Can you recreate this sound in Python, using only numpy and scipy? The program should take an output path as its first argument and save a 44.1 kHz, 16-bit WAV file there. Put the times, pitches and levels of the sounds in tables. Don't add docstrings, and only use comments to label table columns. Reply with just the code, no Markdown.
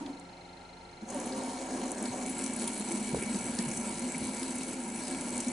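import sys
import numpy as np
from scipy import signal
from scipy.fft import rfft, irfft
from scipy.io import wavfile
from scipy.ndimage import uniform_filter1d

SR = 44100
rng = np.random.default_rng(int(sys.argv[2]) if len(sys.argv) > 2 else 0)


def volts_from_db(level):
    exponent = np.asarray(level, float) / 20
    return 10 ** exponent


def wav_out(sig):
    wavfile.write(sys.argv[1], SR, np.round(np.clip(np.atleast_2d(sig).T, -1, 1) * 32767).astype(np.int16))


N = 243431
TIME = np.arange(N) / SR
HZ = np.fft.rfftfreq(N, 1 / SR)

# time_s, pressure_0_to_1, drag_along_wood_0_to_1
FINGER = [
    (0, 1, 0.84),
    (.5, 0.9, 0.8),
    (.9, 0.89, 0.01),
    (2.04, 0.76, 0.02),
    (2.09, 0, 0.26),
    (2.13, 0.98, 0.03),
    (2.22, 0.64, 0),
    (2.32, 0.05, 0.19),
    (5.52, 0.09, 0),
]
# time_s, level_db
RATTLE = [(1.0, -33), (1.06, -17), (1.09, -5), (1.16, -2.5), (1.6, -1), (1.9, -0.5), (2.2, -0.5), (2.45, 1),
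          (2.8, 0.5), (3.05, -0.5), (3.3, 0.4), (3.8, 0.5), (4.6, -0.57), (4.9, -1.5), (5.15, 0.05),
          (5.4, 1.5), (5.45, -1), (5.52, -0.5)]
# time_s, change_db, length_s
ROCKS = [(1.03, 22.5, 0.038), (1.154, 3, 0.054), (1.256, 5, 0.093), (1.373, 4.5, 0.037), (1.497, 5, 0.05),
         (1.613, -6.5, 0.22), (1.766, 4.5, 0.11), (1.818, 0.5, .06), (1.9, 0.5, .05), (2.174, 4, 0.047),
         (2.24, -0.5, .04), (2.326, 0.5, 0.046), (3.462, 5, .06), (3.72, 0.5, 0.074), (3.873, 0, .05),
         (4.615, 2.5, 0.046), (4.7, 3, 0.065), (4.856, 1, 0.036), (5.006, 2, 0.046), (5.266, 2, .05),
         (1.95, -6.5, 0.044), (2.02, 3.5, 0.046), (2.427, 2.5, 0.097), (2.66, 4, 0.09), (2.81, 4.5, 0.017),
         (2.954, 5, 0.092), (3.18, 4.5, 0.13), (3.295, 2, 0.072), (3.35, 6, 0.071), (3.518, -3, 0.032),
         (3.606, 5.5, 0.058), (3.96, -4, 0.025), (4.065, 4.5, 0.045), (4.257, 2, 0.15), (4.39, -5, 0.05),
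         (4.424, 6.5, 0.021), (4.807, 0.5, 0.044), (5.057, -4, 0.035), (5.125, 4, 0.085),
         (5.398, 3.5, 0.034), (5.443, -5, 0.034), (5.484, 3, .04)]
# pitch_hz, width_hz, finger_on_db, let_go_db
RACE_MODES = [(5140, 1000, -9, -11), (5796, 190, -2, -5), (6174, 280, -1, 0), (6500, 180, 4, -5.5),
              (6800, 210, 0.5, -3), (7220, 390, -1.5, -1), (7720, 220, -2, 5), (8080, 720, -1.5, 3),
              (8610, 300, 0, 0), (8900, 430, -5, -0.5), (9600, 1400, -6, -1), (9950, 160, -3, 0.5),
              (10440, 1020, -6.5, -2), (11020, 230, 4, -8)]
CAP_MODES = [(1378, 36, -4, -3), (1649, 89, -1.5, -5), (1877, 34, -2, -11.5), (2110, 120, -8, -5.5),
             (2273, 55, 1.5, 3), (2580, 140, -10.5, -9), (2860, 340, -16, -12.5), (3000, 440, -8.5, -15.5),
             (4200, 800, -9.5, -10), (4510, 66, -30, -17)]
PANEL_MODES = [(382, 70, -1, -3.5), (425, 37, -9, -5), (532, 21.3, 5.5, 1.5), (599, 26, -2.5, -1),
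               (665, 49, -5.5, -10), (747, 30, 4, -1.5), (834, 36, -10, -6), (932.6, 43.6, 0, 0.5),
               (982, 28, -11, -6), (1122, 12, -9, -33)]
TABLE_MODES = [(177.5, 7.5, -24, -16), (212, 7.3, 0, 2.5), (239.5, 14.5, -6.5, 3.5),
               (260.1, 9.9, 3.5, -1.5), (322, 12.3, -8.5, -18), (343.5, 11, -13, -7)]
# pitch_hz, width_hz, finger_on_db, let_go_db
DRAG_MODES = [(205, 26, -12.5, -9), (274, 24, 0, -1), (343, 18, -27, -16)]
# time_s, pitch_hz
RESTING_SPOT = [(1.03, 216), (1.2, 255), (1.95, 250), (2.05, 220), (2.18, 252), (2.7, 241), (2.95, 220),
                (3.15, 243), (3.26, 210), (3.39, 212), (3.46, 256), (3.6, 214), (3.8, 238), (3.95, 212),
                (4.1, 238), (4.24, 218), (4.43, 254), (5.52, 243)]
# time_s, peak_db, pitch_hz, fade_by_60_db_s
TICKS = [(0.196, -39, 8200, 0.0099), (1.0879, -33, 6940, .02), (1.1014, -28.5, 6240, .018),
         (1.199, -25, 8360, .009), (1.26, -26, 10500, .01), (1.3756, -25, 10600, 0.011),
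         (1.4331, -27.5, 8360, 0.012), (1.916, -20, 9100, 0.0053), (1.9813, -25, 6880, .012),
         (2.024, -25, 8900, .018), (2.2614, -26.5, 7760, .012), (2.296, -26.5, 10300, 0.016),
         (2.4384, -25, 7970, 0.017), (2.534, -27, 8300, 0.018), (2.5626, -24, 9700, 0.015),
         (2.674, -23.5, 9500, 0.046), (2.776, -29, 9950, 0.046), (2.919, -24, 9000, 0.034),
         (3.2233, -27, 9400, 0.017), (3.585, -26, 7850, 0.028), (3.715, -33, 7950, 0.024),
         (3.7705, -28, 9300, .03), (3.9923, -27.5, 8600, 0.022), (4.179, -25.5, 9600, 0.02),
         (4.43, -25, 10400, 0.016), (4.5535, -29, 9850, .02), (4.582, -27, 8100, 0.02),
         (5.3772, -23, 8500, .014), (5.4015, -22.5, 7800, 0.012), (5.4804, -28, 7550, .023)]
# time_s, peak_db, pitch_hz
TAPS = [(1.9064, -24, 8420), (2.381, -26, 10400), (2.5958, -24, 7950), (2.7139, -29, 7860),
        (2.7309, -25, 7890), (2.7965, -21.5, 9920), (2.8774, -31, 7820), (3.0719, -28, 7810),
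        (3.3373, -25, 7780), (3.55, -24, 7720), (3.6129, -35, 8540), (3.6239, -24, 10400),
        (3.6875, -28, 7820), (3.8731, -27, 7910), (3.8935, -26, 9220), (3.9419, -29, 7840),
        (4.12, -24, 7740), (4.25, -27, 7800), (4.2697, -25, 7770), (4.3944, -25, 8150), (4.5072, -25, 8360),
        (4.6189, -29, 7890), (4.6324, -25, 8190), (4.6803, -29, 8130), (4.7077, -33, 8300),
        (4.8354, -30, 8080), (4.9486, -30, 7700), (4.9576, -28, 8200), (5.0814, -29, 9820),
        (5.2086, -27, 7700), (5.3043, -24, 7700), (5.3542, -31, 8670), (5.366, -24, 8570)]
# time_s, peak_db, pitch_hz, width_hz, fade_by_60_db_s
CLACKS = [(.9128, -51, 6000, 3000, 0.013), (1.0166, -49, 6470, 2000, .02), (1.0294, -53, 6600, 2000, .02),
          (.061, -37.5, 4040, 900, 0.017), (.062, -42, 3000, 1200, 0.024), (1.145, -30.5, 9500, 910, 0.015),
          (1.755, -51, 6560, 500, 0.034), (1.322, -34.5, 4560, 695, 0.024), (2.055, -35, 4460, 1200, .03),
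          (3.219, -34, 2240, 300, 0.08), (3.345, -31, 4550, 2000, 0.0089),
          (3.588, -23.5, 5400, 2590, 0.012), (2.677, -30.5, 3900, 1800, 0.017),
          (2.463, -23, 8000, 5000, 0.0048), (3.713, -32.5, 6800, 600, 0.015),
          (3.772, -32, 6200, 400, 0.037), (4.144, -32.5, 2240, 200, 0.037), (4.43, -34, 4240, 2040, 0.013),
          (5.148, -37, 3000, 2500, 0.02), (5.403, -30, 6500, 900, 0.028), (5.482, -31.5, 6500, 800, .03)]
# time_s, peak_db, pitch_hz, width_hz, fade_by_60_db_s
KNOCKS = [(1.02, -39, 215, 50, 0.052), (1.2, -42, 242, 50, .04), (1.8, -33, 260, 73, 0.0087),
          (3.1452, -20, 463, 530, 0.0094), (3.1462, -33, 1020, 790, .008), (3.591, -41, 1850, 300, .03),
          (1.15, -32, 560, 160, 0.099), (2.9, -34, 340, 51, 0.16), (3.165, -33, 452, 150, 0.069),
          (3.22, -37, 390, 120, 0.087), (0.093, -36, 288, 61, 0.045), (0.0102, -41, 287, 79, 0.042),
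          (3.131, -30, 174, 73, 0.029), (3.14, -44.5, 76, 40, 0.23), (3.185, -50, 69.6, 40, .08),
          (4.03, -52, 70, 40, 0.07), (3.66, -36.5, 150, 50, 0.091), (4.15, -38, 173, 40, .12),
          (2.1, -41, 124, 65, 0.051), (3.343, -27, 205, 62, 0.037), (3.588, -27.5, 205, 62, 0.025),
          (4.42, -32, 252, 55, 0.01), (6.2, -27, 230, 55, .01)]
# time_s, pitch_hz, level_db
HAND_GAP = [
    (4.98, 5450, -73),
    (5.03, 5250, -59),
    (5.1, 4800, -61),
    (5.2, 4550, -63),
    (5.35, 4470, -66),
    (5.45, 4380, -78),
]
# time_s, level_db
JOLTS = [(2.27, -51), (2.48, -60), (3.14, -40.5), (3.23, -47), (3.4, -49), (3.5, -44), (3.67, -41),
         (3.94, -49), (4.05, -53), (4.22, -45.5), (4.41, -54), (5.17, -54)]
# pitch_hz, difference_db
LEAN_DB = [(300, 0), (800, 0), (1150, -2.5), (1500, .5), (3500, 1), (5850, 7), (7300, 1.8), (8800, .2)]
# pitch_hz, lead_radians
LEAD = [(100, 0), (1000, -.2), (2000, .1), (5200, .7), (6000, -.8), (6400, -.55), (8200, -.35),
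        (8450, -.07)]
# pitch_hz, likeness_0_to_1
SPINNER_ALIKE = [(300, .997), (700, .9), (1200, .45), (2300, .8), (4300, .74), (5750, .5), (6200, .82),
                 (8600, .97)]
# start_s, rise_s, hold_s, fall_s, pitch_hz, level_db, left_minus_right_db
LENS_STEP = [
    (0, 0.0055, .0005, .0025, 3830, -59, -2),
    (0, 0.003, 0.0088, 0.0042, 4190, -54, 3.5),
    (.005, 0.007, 0.0017, .005, 2105, -59, 14),
]
# time_s, level_db
LENS_LEVEL = [(.09, -3), (.13, 1), (1.0, -0.5), (1.2, -1), (2.0, 1), (3.0, -2), (4.0, -5), (5.5, -1)]
# pitch_hz, level_db
FAN = [(37.6, -65.5), (75, -69), (88.3, -71), (176.5, -61.5), (264.8, -65), (353, -62), (447, -70),
       (541, -71), (728, -69), (803, -66)]
# pitch_hz, level_db_per_hz
AIR = [(25, -4), (50, -18), (90, -19.5), (150, -22), (300, -4), (600, 0.5), (950, 5), (1100, -45),
       (1600, -11.5), (2600, -6), (3400, -12.5), (6000, -15.5), (11000, -24.5)]
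# pitch_hz, likeness_0_to_1
AIR_ALIKE = [(60, 0), (270, 0.2), (570, 0.2), (1200, 0.9), (2500, 0), (5300, 0.02), (11000, 0.9)]
# pitch_hz, width_hz, level_db
ROOM_RING = [(790, 210, -63), (900, 49, -63.5), (1362, 65, -62)]


def spinner():
    s, *columns = np.transpose(FINGER)
    press, drag = (np.clip(np.interp(TIME, s, column), 0, 1) for column in columns)
    flurry = volts_from_db(0.47 * walk(30.16))
    balls = rattle(1500, 2.73, 16, flurry, contact_s=0.00017)

    race = body(RACE_MODES, balls + .5, press, 2.0, count=2)
    cap = body(CAP_MODES, balls + 1.14, press, 2.0)
    panel = body(PANEL_MODES, balls + 2.2, press, 1.0)
    spot_hz = np.interp(TIME, *np.transpose(RESTING_SPOT))
    resting = body(TABLE_MODES, balls + 5.3, press, 0.37, near_hz=spot_hz)
    sliding = body(DRAG_MODES, 1, press, 1.2)
    table = (1 - drag) * resting + drag * sliding

    out = feed(press, free_db=-43.5, held_db=-3.5, share=0.2, nudge_db=-64, rest_db=-74.5) * race
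    out = out + feed(press, free_db=-48.5, held_db=-3.5, share=0.06, nudge_db=-83, rest_db=-66) * cap
    out = out + feed(press, free_db=-47.5, held_db=8.5, share=0.12, nudge_db=-51, rest_db=-59.5) * panel
    out = out + feed(press, free_db=-38.5, held_db=0, share=1.2, nudge_db=-42, rest_db=-65) * table
    out = out + ticks(press)
    out = out + strikes(CLACKS, True, rise_s=0.0013)
    out = out + strikes(KNOCKS, False, rise_s=0.00057)
    return out + hollow(balls + 1.1)


def rattle(per_s, scatter_db, hardest_db, flurry, contact_s):
    size_db = np.minimum(scatter_db * rng.exponential(size=N), hardest_db)
    hits = (rng.random(N) < per_s / SR) * volts_from_db(size_db)
    contact = np.exp(-.5 * (np.arange(-128, 129) / (contact_s * SR)) ** 2)
    return unit(np.abs(signal.fftconvolve(hits, contact, "same")) * flurry)


def body(modes, force, press, flicker_db, count=1, near_hz=None):
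    held, free = 0, 0
    for hz, width, held_db, free_db in modes:
        tone = force * volts_from_db(flicker_db * walk(25.02)) * rng.standard_normal(N)
        for _ in range(count):
            tone = ring(tone, hz, width)
        if near_hz is not None and hz < 300:
            distance = (hz - near_hz) / 40
            tone = tone * volts_from_db(-7 * np.minimum(distance ** 2, 1))
        held = held + volts_from_db(held_db) * tone
        free = free + volts_from_db(free_db) * tone
    return press * unit(held) + (1 - press) * unit(free)


def feed(press, free_db, held_db, share, nudge_db, rest_db):
    rock_db = sum(db * np.exp(-(2 * (TIME - s) / length) ** 2) for s, db, length in ROCKS)
    run_db = np.interp(TIME, *np.transpose(RATTLE), left=-60)
    spin_db = run_db + free_db + held_db * press + share * rock_db
    nudge_hold_s, nudge_fade_db_per_s = .1, 85
    nudge_db = nudge_db - nudge_fade_db_per_s * np.maximum(TIME - nudge_hold_s, 0)
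    return np.sqrt(volts_from_db(spin_db) ** 2 + volts_from_db(nudge_db) ** 2 + volts_from_db(rest_db) ** 2)


def ticks(press):
    width_hz, tap_fade_s, tap_gain_db = 2700, .008, -2
    rows = [(s, db, hz, width_hz, fade_s) for s, db, hz, fade_s in TICKS]
    rows += [(s, db + tap_gain_db, hz, width_hz, tap_fade_s) for s, db, hz in TAPS]
    return volts_from_db(1.0) * through(RACE_MODES, strikes(rows, True, rise_s=.001), press)


def strikes(rows, noisy, rise_s):
    out, t = np.zeros(N + SR), TIME[:4096]
    grits = rng.standard_normal((len(rows), len(t)))
    for (s, db, hz, width, fade_s), grit in zip(rows, grits):
        swell = 1 - np.exp(-(t / rise_s) ** 2)
        decay = np.exp(-np.log(1000) * t / fade_s)
        push = swell * decay * (grit if noisy else -np.sin(2 * np.pi * hz * t))
        burst = ring(ring(push, hz, width), hz, 2.4 * width)
        start = int((s - rise_s / 2) * SR)
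        out[start:start + len(t)] += volts_from_db(db) * burst / np.abs(burst).max()
    return out[:N]


def through(modes, x, press):
    out = 0
    for k, (hz, width, held_db, free_db) in enumerate(modes):
        gain = press * volts_from_db(held_db) + (1 - press) * volts_from_db(free_db)
        out = out + (-1) ** k * gain * ring(x, hz, width)
    return out


def hollow(force):
    s, hz, db = np.transpose(HAND_GAP)
    noise = force * rng.standard_normal((2, N))
    slow = unit(uniform_filter1d(uniform_filter1d(noise, size=70), size=70))
    turn = 2 * np.pi * np.cumsum(np.interp(TIME, s, hz)) / SR
    level = volts_from_db(np.interp(TIME, s, db, left=-120, right=-120))
    return level * (slow[0] * np.cos(turn) + slow[1] * np.sin(turn))


def microphones(x):
    alike = np.clip(over_hz(SPINNER_ALIKE), 0, 1)
    t = TIME[:8192]
    tail = rng.standard_normal(len(t)) * np.exp(-np.log(1000) * t / 0.13)
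    echo = rfft(tail / np.sqrt(np.sum(tail ** 2)), N)
    wet = np.sqrt((1 - alike) / (1 + alike)) * echo
    half = volts_from_db(over_hz(LEAN_DB) / 2) * np.exp(.5j * over_hz(LEAD))
    return irfft(rfft(x) * np.array([(1 + wet) * half, (1 - wet) / half]), N)


def frame():
    rise_s, fade_db_per_s, rest_db = 0.022, 112, -62
    mid, side = ring(ring(rng.standard_normal((2, N)), 114, 180), 170, 220)
    power = volts_from_db(rest_db) ** 2
    for s, db in JOLTS:
        rise = np.clip((TIME - s) / rise_s + 1, 0, 1)
        fade_db = fade_db_per_s * np.maximum(TIME - s, 0)
        power = power + (rise * volts_from_db(db - fade_db)) ** 2
    return np.sqrt(power) * unit(np.array([mid + 0.081 * side, mid - 0.24 * side]))


def lens():
    first_step_s, frame_s = .0888, .04
    step, t = np.divmod(TIME - first_step_s, frame_s)
    level_db = np.interp(TIME, *np.transpose(LENS_LEVEL)) + .9 * walk(25)
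    direction = (step >= 0) * (1 - 2 * (step % 2))
    out = 0
    for start, rise, hold, fall, hz, db, pan_db in LENS_STEP:
        shape = np.interp(t - start, np.cumsum([0, rise, hold, fall]), [0.23, 0.72, 0.52, 0.0043])
        gain = volts_from_db(db + np.array([[pan_db], [-pan_db]]) / 2)
        out = out + gain * np.sqrt(2) * shape * np.sin(2 * np.pi * hz * t)
    return direction * volts_from_db(level_db) * out


def fan():
    out = 0
    for hz, db in FAN:
        level = volts_from_db(db + 1.4 * walk(5.9))
        turn = 2 * np.pi * np.cumsum(hz + 0.641 * walk(2.98)) / SR
        out = out + level * np.sqrt(2) * np.sin(turn)
    return out


def room():
    alike = np.clip(over_hz(AIR_ALIKE), 0, 1) ** .5
    noise = rfft(rng.standard_normal((2, N))) * volts_from_db(over_hz(AIR))
    mid, side = noise * np.sqrt([1 + alike, 1 - alike])
    out = volts_from_db(-55.5) * unit(irfft(np.array([mid + side, mid - side]), N))
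    for hz, width, db in ROOM_RING:
        out = out + volts_from_db(db) * unit(ring(rng.standard_normal((2, N)), hz, width))
    return out


def unit(x):
    return x / np.sqrt(np.mean(x ** 2))


def over_hz(table):
    hz, value = np.transpose(table)
    return np.interp(np.log(HZ + 1), np.log(hz + 1), value)


def ring(x, hz, width):
    return signal.lfilter(*signal.iirpeak(min(hz, SR / 2.1), hz / width, fs=SR), x)


def walk(rate):
    k = int(SR / rate)
    held = np.repeat(rng.standard_normal(N // k + 1), k)
    return unit(uniform_filter1d(uniform_filter1d(held, k), k)[:N])


def scene():
    return microphones(spinner()) + frame() + lens() + fan() + room()


def low_pass(x):
    return signal.sosfilt(signal.butter(12, 11900, fs=SR, output="sos"), x)


def record(dry):
    top = signal.ellip(11, .2, 58, 10940, fs=SR, output="sos")
    mix = signal.sosfilt(top, dry)
    return low_pass(mix)


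dry = scene()
out = record(dry)
wav_out(out)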